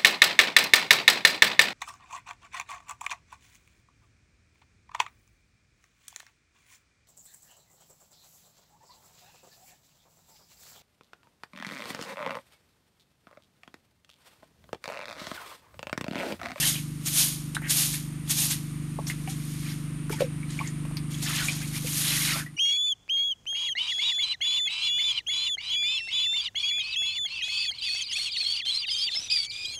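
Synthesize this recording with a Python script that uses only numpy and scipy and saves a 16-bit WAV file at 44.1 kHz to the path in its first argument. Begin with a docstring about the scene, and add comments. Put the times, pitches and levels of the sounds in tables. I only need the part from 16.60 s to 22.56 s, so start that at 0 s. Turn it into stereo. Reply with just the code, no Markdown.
"""A small bamboo washroom, heard close up: a stiff stick broom scrubs the wet floor in quick strokes.
Its sticks are crowds of short rings under stroke-shaped gains; stirred and thrown water is crowds of
longer bubble rings. A plastic mug gulps air as sliding sines and knocks as a set of ringing modes.
Far off, a slow engine throbs as a sum of harmonics over a soft noise hiss."""
import sys
import numpy as np
from scipy import signal
from scipy.fft import rfft, irfft, next_fast_len
from scipy.io import wavfile

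SR = 44100
rng = np.random.default_rng(int(sys.argv[2]) if len(sys.argv) > 2 else 0)


def wrap_up_sound(samples):
    """Save the sound to the file named by the first command line argument, as 16-bit audio."""
    columns = np.atleast_2d(samples).T
    # keep every value between -1 and 1, then stretch to whole-number steps
    tamed = np.clip(columns, -1, 1)
    steps = np.round(tamed * 32767).astype(np.int16)
    wavfile.write(sys.argv[1], SR, steps)


N = 263056
TIME = np.arange(N) / SR

# flicks, where the stick tips land or spring free: start_s, scrape_db (before the broom's trim),
# stirred_db (before the slosh trim)
FLICKS = [(0.074, -26.5, -49), (0.42, -69, -52), (0.47, -27.5, -39), (1.107, -21.5, -33),
          (1.338, -33.5, -37.5), (1.707, -24, -35.5), (1.912, -27.5, -32.5), (5.078, -45, -51),
          (5.27, -36.5, -37.5), (5.785, -39.5, -39)]


def from_db(db):
    """Decibels to gain."""
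    return 10 ** (np.asarray(db) / 20)


def rms_one(x):
    """Scale to rms 1."""
    return x / np.sqrt(np.mean(x ** 2) + 1e-20)


def at_hz(points, hz):
    """Read a table on a log-frequency axis."""
    f, value = np.transpose(points)
    return np.interp(np.log(np.maximum(hz, 1)), np.log(f), value)


def at_time(points):
    """Read a table of (time_s, value) at every sample."""
    return np.interp(TIME, *np.transpose(points))


def drift(rate_hz):
    """Random values of spread 1, drawn rate_hz times a second and joined by straight lines."""
    return np.interp(TIME * rate_hz, np.arange(2000), rng.standard_normal(2000))


def decay(t, t60_s):
    """Gain that falls 60 dB in t60_s."""
    return np.exp(-np.log(1000) * t / t60_s)


def ring(x, hz, t60_s):
    """Two-pole resonator: a unit click sets a dying sine of starting height 1 ringing."""
    radius = decay(1 / SR, t60_s)
    w = 2 * np.pi * hz / SR
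    # the tiny offset keeps the filter clear of slow, vanishing numbers
    return signal.lfilter([0, np.sin(w)], [1, -2 * radius * np.cos(w), radius ** 2], x + 1e-18)


def diffuse(pair, spectrum):
    """Two unrelated signals become a coloured stereo field, alike in the bass; rms 1."""
    # left-right correlation: pitch_hz, likeness (0 unrelated, 1 identical)
    likeness = [(30, 0.43), (350, 0.69), (700, 0.63), (1300, 0), (2000, 0.024), (15000, 0)]
    size = next_fast_len(N)
    hz = np.arange(size // 2 + 1) * SR / size
    mid, side = rfft(pair, size) * from_db(at_hz(spectrum, hz))
    alike = at_hz(likeness, hz)
    left_right = np.sqrt(1 + alike) * mid + np.sqrt(1 - alike) * side * [[1], [-1]]
    return rms_one(irfft(left_right, size)[:, :N])


def grains(per_s, low_hz, high_hz, cycles, spread_db, clump_db, count):
    """Random clicks ring a row of resonators, each busy in spells; two unrelated mixes, flat per Hz."""
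    out = np.zeros((2, N))
    each = int(per_s / count * N / SR)
    for hz in np.geomspace(low_hz, high_hz, count):
        when, turn = rng.random((2, each))
        size = np.clip(rng.standard_normal(each), -2, 2)
        spell = np.interp(when, np.linspace(0, 1, 270), rng.standard_normal(270))
        # each grain reaches the ears by its own paths
        ears = np.array([np.cos(2 * np.pi * turn), np.sin(2 * np.pi * turn)])
        clicks = np.zeros((2, N))
        clicks[:, (when * N).astype(int)] = ears * from_db(spread_db * size + clump_db * spell)
        out += np.sqrt(hz) * rms_one(ring(clicks, hz, cycles / hz))
    return rms_one(out)


def add(out, start_s, sound):
    """Mix a short sound in at start_s."""
    at = max(round(start_s * SR), 0)
    out[..., at:at + sound.shape[-1]] += sound[..., :N - at]


def swell(start_s, hold_s, attack_s, release_s):
    """Gain that rises to 1 at start_s, holds and dies away; attack and release are times for 20 dB."""
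    early = np.maximum(start_s - TIME, 0)
    late = np.maximum(TIME - start_s - hold_s, 0)
    return from_db(-np.minimum(20 * (early / attack_s + late / release_s), 200))


def room(x):
    """The direct sound and a short scatter from the slatted walls, different at each ear."""
    t60_s, scatter_db = 0.086, -3.5
    t = TIME[:SR // 3]
    tail = rng.standard_normal((2, len(t))) * decay(t, t60_s) * (t > .003)
    tail /= np.sqrt(np.sum(tail ** 2, axis=1, keepdims=True))
    # thin walls let the bass out
    tail = signal.sosfilt(signal.butter(1, 700, "high", fs=SR, output="sos"), tail)
    scatter = signal.fftconvolve(np.broadcast_to(x, (2, N)), tail, axes=1)[:, :N]
    return x + from_db(scatter_db) * scatter


def hiss():
    """Background hiss: coloured stereo noise at a slowly moving level."""
    # loudness: time_s, level_db
    loudness = [(0, -47.5), (1.5, -46), (4.4, -43.5), (5.75, -45)]
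    # spectrum: pitch_hz, relative density_db (per Hz)
    spectrum = [(25, 7), (60, 18), (150, 16.5), (300, 11.5), (410, 5), (600, -2.5), (850, -1), (1200, 6),
                (1600, 1.5), (2200, 4.5), (4000, -4), (7000, -11), (9200, 1.5), (11000, -11.5),
                (14500, -17)]
    return from_db(at_time(loudness)) * diffuse(rng.standard_normal((2, N)), spectrum)


def engine(first_firing_s, knock_delay_s, knock_db, uneven_db):
    """Harmonics of the firing rate, phased as a firing that rings the exhaust, then a brighter knock."""
    # engine speed: time_s, firing_rate_hz
    firing_rate = [(0, 25.0), (1.6, 25.0), (1.8, 24.95), (6, 24.95)]
    # exhaust harmonics: multiple of the firing rate, relative level_db
    exhaust = [(1, -47), (2, -15), (3, -24.5), (4, -17.5), (5, -7.5), (6, 1.5), (7, -6.5), (8, -18.5),
               (9, -11), (10, -18.5), (11, -11), (12, -12), (13, -16), (14, -27), (15, -43.5), (16, -70.5)]
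    # loudness: time_s, level_db (before the left-right balance)
    loudness = [(0, -34.5), (.8, -35.5), (2.3, -33.5), (4.4, -32.5), (5.8, -35)]
    speed = at_time(firing_rate)
    turns = np.cumsum(speed) / SR - first_firing_s * speed[0]
    orders, levels_db = np.transpose(exhaust)
    gains = from_db(levels_db)
    knock = from_db(knock_db) * (orders / 10) ** 2
    pair = 1 + knock * np.exp(-2j * np.pi * orders * speed[0] * knock_delay_s)
    pipe = np.log(gains / np.abs(pair))
    # minimum phase: a sudden puff, then a dying ring
    mirrored = np.r_[pipe[0], pipe, pipe[-2::-1]]
    lags = np.imag(signal.hilbert(mirrored))[1:len(orders) + 1] - np.angle(pair)
    throb = sum(g * np.cos(2 * np.pi * k * turns - lag) for k, g, lag in zip(orders, gains, lags))
    throb = rms_one(throb * from_db(uneven_db * drift(25))) * from_db(at_time(loudness))
    late = np.interp(TIME - .00033, TIME, throb)   # it comes from the left
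    return np.array([throb * from_db(0.6), late * from_db(-0.4)])


def mug():
    """A soft contact rings the modes of the plastic mug, a little differently each time."""
    # dull knocks: start_s, level_db (gain on the modes), contact_hz (low-pass cut-off)
    knocks = [(1.018, -39, 900), (2.387, -19.5, 808), (4.25, -34, 1100), (4.31, -35, 1100),
              (5.725, -43, 700)]
    # mug modes: pitch_hz, mean level_db, t60_s
    mug_modes = [(410, -4.5, 0.024), (563, 3, 0.0083), (644, -1, 0.025), (880, -4.5, 0.024),
                 (1100, -7, 0.037), (1380, -20, .02)]
    out, t = np.zeros(N), TIME[:SR // 4]
    for start_s, level_db, contact_hz in knocks:
        modes = np.zeros(len(t))
        for k, (hz, db, t60_s) in enumerate(mug_modes):
            gain = from_db(db + rng.standard_normal()) * (-1) ** k
            modes += gain * ring(t == 0, hz, t60_s)
        soft = signal.butter(2, contact_hz, fs=SR, output="sos")
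        add(out, start_s, from_db(level_db) * signal.sosfilt(soft, modes))
    return out


def bubbles(rows, glide, attack_s, ragged):
    """Each pocket of air rings as a dying sine whose pitch slides; moving water makes its level ragged."""
    out, t = np.zeros(N), TIME[:SR // 4]
    for start_s, level_db, hz, t60_s in rows:
        slide = 1 + glide * np.minimum(t / t60_s, 1)
        phase = 2 * np.pi * np.cumsum(hz * slide) / SR
        shake = rms_one(ring(rng.standard_normal(len(t)), hz, 24 / hz))
        tone = (np.sin(phase) + ragged * shake) / np.sqrt(1 + 2 * ragged ** 2)
        add(out, start_s, from_db(level_db) * tone * decay(t, t60_s) * (1 - np.exp(-t / attack_s)))
    return out


def gulps():
    """The mug gulps air as it goes under: bubbles that slide down in pitch."""
    # start_s, level_db (before onset and decay), first pitch_hz, t60_s
    rows = [(3.606, -6.5, 544, 0.033), (3.618, -8.5, 528, 0.05), (3.64, -29, 492, 0.11)]
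    return bubbles(rows, glide=-.05, attack_s=0.0026, ragged=0.29)


def plops():
    """Single large bubbles and drops that slide up in pitch."""
    # start_s, level_db (before onset and decay), first pitch_hz, t60_s
    rows = [(0.967, -10, 1540, 0.01), (2.499, -19.5, 2030, 0.023), (2.675, -34, 760, 0.1),
            (3.502, -22.5, 410, 0.074), (3.524, -29, 2310, 0.045), (3.528, -30, 884, 0.063),
            (3.83, -31, 2260, 0.026), (3.99, -21.5, 2300, 0.031), (4.0, -34.5, 880, 0.14),
            (4.01, -24, 1062, 0.052), (4.543, -29, 3260, 0.032), (4.884, -19.5, 2377, 0.07),
            (5.245, -33, 489, 0.096), (5.755, -36, 653, 0.11), (5.76, -27, 1030, 0.055),
            (5.862, -30.5, 1928, 0.11)]
    return bubbles(rows, glide=0.12, attack_s=0.00078, ragged=0.44)


def gurgles(scatter, cycles, count):
    """A crowd of bubbles whose common pitch glides as broom or mug pushes the film of water along."""
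    # start_s, length_s, level_db (rms over the length), first_hz, last_hz
    rows = [(0.015, 0.033, -35, 1790, 1750), (0.0, 0.11, -31, 2780, 3690),
            (0.105, 0.095, -37.5, 3660, 2660), (1.014, 0.082, -40, 1900, 2040),
            (1.031, 0.074, -45, 2770, 2830), (3.561, 0.05, -42, 1900, 1590), (3.985, 0.11, -45, 2520, 2010),
            (4.669, 0.053, -39.5, 1420, 1154), (4.736, .08, -35, 3360, 2820),
            (4.775, 0.075, -35.5, 1840, 1254), (5.41, .15, -33.5, 3640, 3180),
            (5.682, .11, -38, 1830, 1117), (5.774, .06, -37.5, 1470, 1710)]
    out = np.zeros((2, N))
    for start_s, length_s, level_db, first_hz, last_hz in rows:
        share = (np.arange(count) + rng.random(count)) / count
        chance = rng.standard_normal((3, count))
        hz = (first_hz * (last_hz / first_hz) ** share * np.exp(scatter * chance[0]))[:, None]
        age = np.maximum(TIME[:SR // 3] - length_s * share[:, None], 0)
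        rings = np.sin(2 * np.pi * hz * age) * decay(age, cycles / hz)
        # swells and fades, differently at each ear
        crowd = (np.tanh(chance[1:]) * np.sqrt(np.sin(np.pi * share))) @ rings
        power = np.sum(crowd ** 2) / (2 * length_s * SR)
        add(out, start_s, from_db(level_db) * crowd / np.sqrt(power))
    return out


def pouring():
    """Gains of (spray, bubbling): the longer the water runs, the longer it takes to settle."""
    # water poured, scooped or flung: start_s, hold_s, spray_db, bubbling_db (before their trims)
    pours = [(2.478, 0.012, -37.5, -55), (2.502, 0.005, -52, -37.5), (2.699, 0.0081, -39, -43),
             (3.517, 0.028, -43, -40), (3.606, 0.0028, -39.5, -33), (3.894, 0.16, -50.5, -46.5),
             (4.511, 0.25, -47, -46.5), (4.627, 0.3, -36, -39), (4.664, 0.16, -53, -30.5),
             (5.018, 0.0075, -50, -35.5), (5.679, 0.05, -40, -27.5)]
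    attack_s, settle_s, settle_share = 0.017, 0.057, 0.69   # the share is of the hold time
    power = np.zeros((2, N))
    for start_s, hold_s, *levels_db in pours:
        flow = swell(start_s, hold_s, attack_s, settle_s + settle_share * hold_s)
        power += np.outer(from_db(levels_db), flow) ** 2
    return np.sqrt(power)


def water(stirring):
    """The broom and the falling water both whip up small bubbles; thrown water also sprays."""
    # spectra of bubbles and of spray: pitch_hz, relative density_db (per Hz)
    bubble_spectrum = [(300, -14), (600, -25), (1000, -11), (1400, -4.5), (2200, 3.5), (3000, -0.5),
                       (4200, -1), (7000, -6)]
    spray_spectrum = [(300, -37), (700, -6.5), (2000, -22), (3300, 3.5), (5000, 0.5), (7000, 2.5),
                      (10000, -1), (14500, -2.5)]
    stirred = grains(per_s=6000, low_hz=501, high_hz=5500, cycles=42,
                     spread_db=1.0, clump_db=-2.0, count=24)
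    poured = grains(per_s=4500, low_hz=504, high_hz=5500, cycles=73,
                    spread_db=0.5, clump_db=2.0, count=28)
    droplets = grains(per_s=17000, low_hz=700, high_hz=14700, cycles=4.2,
                      spread_db=0.5, clump_db=-4.4, count=14)
    spraying, bubbling = pouring()
    slosh = from_db(1.24) * stirring * diffuse(stirred, bubble_spectrum)
    splash = from_db(-0.34) * bubbling * diffuse(poured, bubble_spectrum)
    spray = from_db(2.5) * spraying * diffuse(droplets, spray_spectrum)
    return slosh + splash + spray


def snaps():
    """Every flick opens with a snap of the sticks that follows its scrape level; rows like the slaps."""
    lead_s, above_scrape_db, t60_s, brightest_hz = .011, 6, .065, 7840
    return [(start_s - lead_s, scrape_db + above_scrape_db, t60_s, brightest_hz)
            for start_s, scrape_db, _ in FLICKS]


def slaps(focus_db, focus_cycles):
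    """A sharp contact scatters a quickly dying burst, brightest around one pitch."""
    # slaps of water and loose clicks of the sticks:
    # start_s, level_db (99th percentile of the burst before decay), t60_s, brightest_hz
    contacts = [(0.9477, -17.5, 0.026, 9700), (0.951, -19, 0.052, 3680), (1.018, -28, .06, 1960),
                (1.675, -30, 0.068, 3500), (2.468, -23.5, 0.06, 5500), (2.5, -21, 0.059, 2700),
                (2.675, -26, 0.05, 2610), (3.496, -22, 0.051, 1390), (3.526, -33, 0.058, 5000),
                (3.6052, -20, 0.052, 2700), (3.9048, -28, 0.029, 8100), (4.0737, -23.5, 0.032, 7100),
                (4.252, -29.5, 0.032, 2750), (4.31, -31, 0.017, 1530), (4.369, -16.5, 0.025, 4800),
                (4.6204, -27, 0.14, 5000), (4.884, -25, .04, 2400), (5.3316, -19, 0.038, 7000)]
    out, t = np.zeros((2, N)), TIME[:SR // 4]
    lean = signal.butter(1, 1500, "high", fs=SR, output="sos")
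    for start_s, level_db, t60_s, hz in list(contacts) + snaps():
        burst = signal.sosfilt(lean, rng.standard_normal((2, len(t))))
        focus = rms_one(ring(burst, hz, focus_cycles / hz))
        burst = rms_one(burst) + from_db(focus_db) * focus
        burst /= np.percentile(np.abs(burst), 99)
        add(out, start_s, from_db(level_db) * burst * decay(t, t60_s))
    return out


def sweeping():
    """Gains of (scrape, stirred water): strokes press, ease and trail away; flicks scratch on top."""
    # broom strokes: start_s (full pressure), hold_s, attack_s, release_s (for 20 dB),
    # scrape_db, stirred_db (before the broom and slosh trims)
    strokes = [ (0.0, 0.092, 0.1, 0.14, -26, -36.5), (0.58, 0.035, 0.1, 0.16, -21, -38),
               (1.17, 0.05, 0.073, 0.19, -23.5, -38.5), (1.783, 0.066, 0.078, 0.14, -25.5, -42.5),
               (2.94, 0.17, 1, 0.26, -46.5, -53.5), (3.077, 0.043, 0.094, 0.046, -56, -40.5),
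               (5.158, 0.023, 0.064, 0.029, -36, -36.5), (5.377, 0.04, 0.25, 0.13, -29, -42.5),
               (5.463, 0.2, 0.15, 0.27, -28.7, -31), ]
    # after a stroke the wet sticks trail over the floor: level against the stroke, time to fall 20 dB
    trail_db, trail_s = -14.5, 0.35
    flick_attack_s, flick_hold_s, flick_release_s = 0.024, 0.008, 0.064
    power = np.zeros((2, N))
    for start_s, hold_s, attack_s, release_s, *levels_db in strokes:
        press = swell(start_s, hold_s, attack_s, release_s)
        trail = from_db(trail_db) * swell(start_s, hold_s, attack_s, trail_s)
        power += np.outer(from_db(levels_db), np.maximum(press, trail)) ** 2
    for start_s, *levels_db in FLICKS:
        flick = swell(start_s, flick_hold_s, flick_attack_s, flick_release_s)
        power += np.outer(from_db(levels_db), flick) ** 2
    return np.sqrt(power)


def broom(scraping):
    """Stick tips catch and slip on the floor, each slip ringing for a few cycles."""
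    # scrape spectrum: pitch_hz, relative density_db (per Hz)
    scrape_spectrum = [(300, -40), (600, -17.5), (1200, -14.5), (2000, -11), (3300, 0.5), (5000, 0.5),
                       (7000, -1), (10000, -1), (12000, 0), (14500, -2)]
    slips = grains(per_s=26000, low_hz=600, high_hz=14000, cycles=8,
                   spread_db=1, clump_db=1.3, count=26)
    return from_db(2) * scraping * diffuse(slips, scrape_spectrum)


def scene():
    """Far engine and hiss, then water, mug and broom in the washroom; the whole level drops at the end."""
    drop_at_s, drop_s, drop_db = 5.8, .1, -9
    lift_db = -10   # the broom also lifts off the floor
    ending = np.clip((TIME - drop_at_s) / drop_s, 0, 1)
    far = hiss() + engine(first_firing_s=.0375, knock_delay_s=.0223, knock_db=-4.0, uneven_db=0.6)
    close = mug() + gulps() + plops() + gurgles(scatter=0.1116, cycles=57, count=44)
    close = close + slaps(focus_db=5.0, focus_cycles=11.7)
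    scraping, stirring = sweeping() * from_db(lift_db * ending)
    return from_db(drop_db * ending) * (far + room(close) + water(stirring) + broom(scraping))


def port(x, resonances):
    """A microphone port as a chain of peaks and notches."""
    for hz, width_hz, db in resonances:
        w, g = 2 * np.pi * hz / SR, from_db(db / 2)
        a = np.tan(np.pi * width_hz / SR)
        top = [1 + a * g, -2 * np.cos(w), 1 - a * g]
        bottom = [1 + a / g, -2 * np.cos(w), 1 - a / g]
        x = signal.lfilter(top, bottom, x)
    return x


def record(dry):
    """Each microphone port colours its own channel; a steep low-pass cuts the top."""
    # port resonances: pitch_hz, width_hz, level_db
    left_port = [(4970, 1800, -2), (6940, 1000, -9), (8910, 2180, 8.5), (11090, 1620, 5.5)]
    right_port = [(6780, 1540, 9.5), (9170, 1230, -22.5), (10160, 750, 4)]
    heard = np.array([port(dry[0], left_port), port(dry[1], right_port)])
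    cutoff_hz = 14250
    return signal.sosfilt(signal.ellip(12, .1, 80, cutoff_hz, fs=SR, output="sos"), heard)


dry = scene()
out = record(dry)
wrap_up_sound(out)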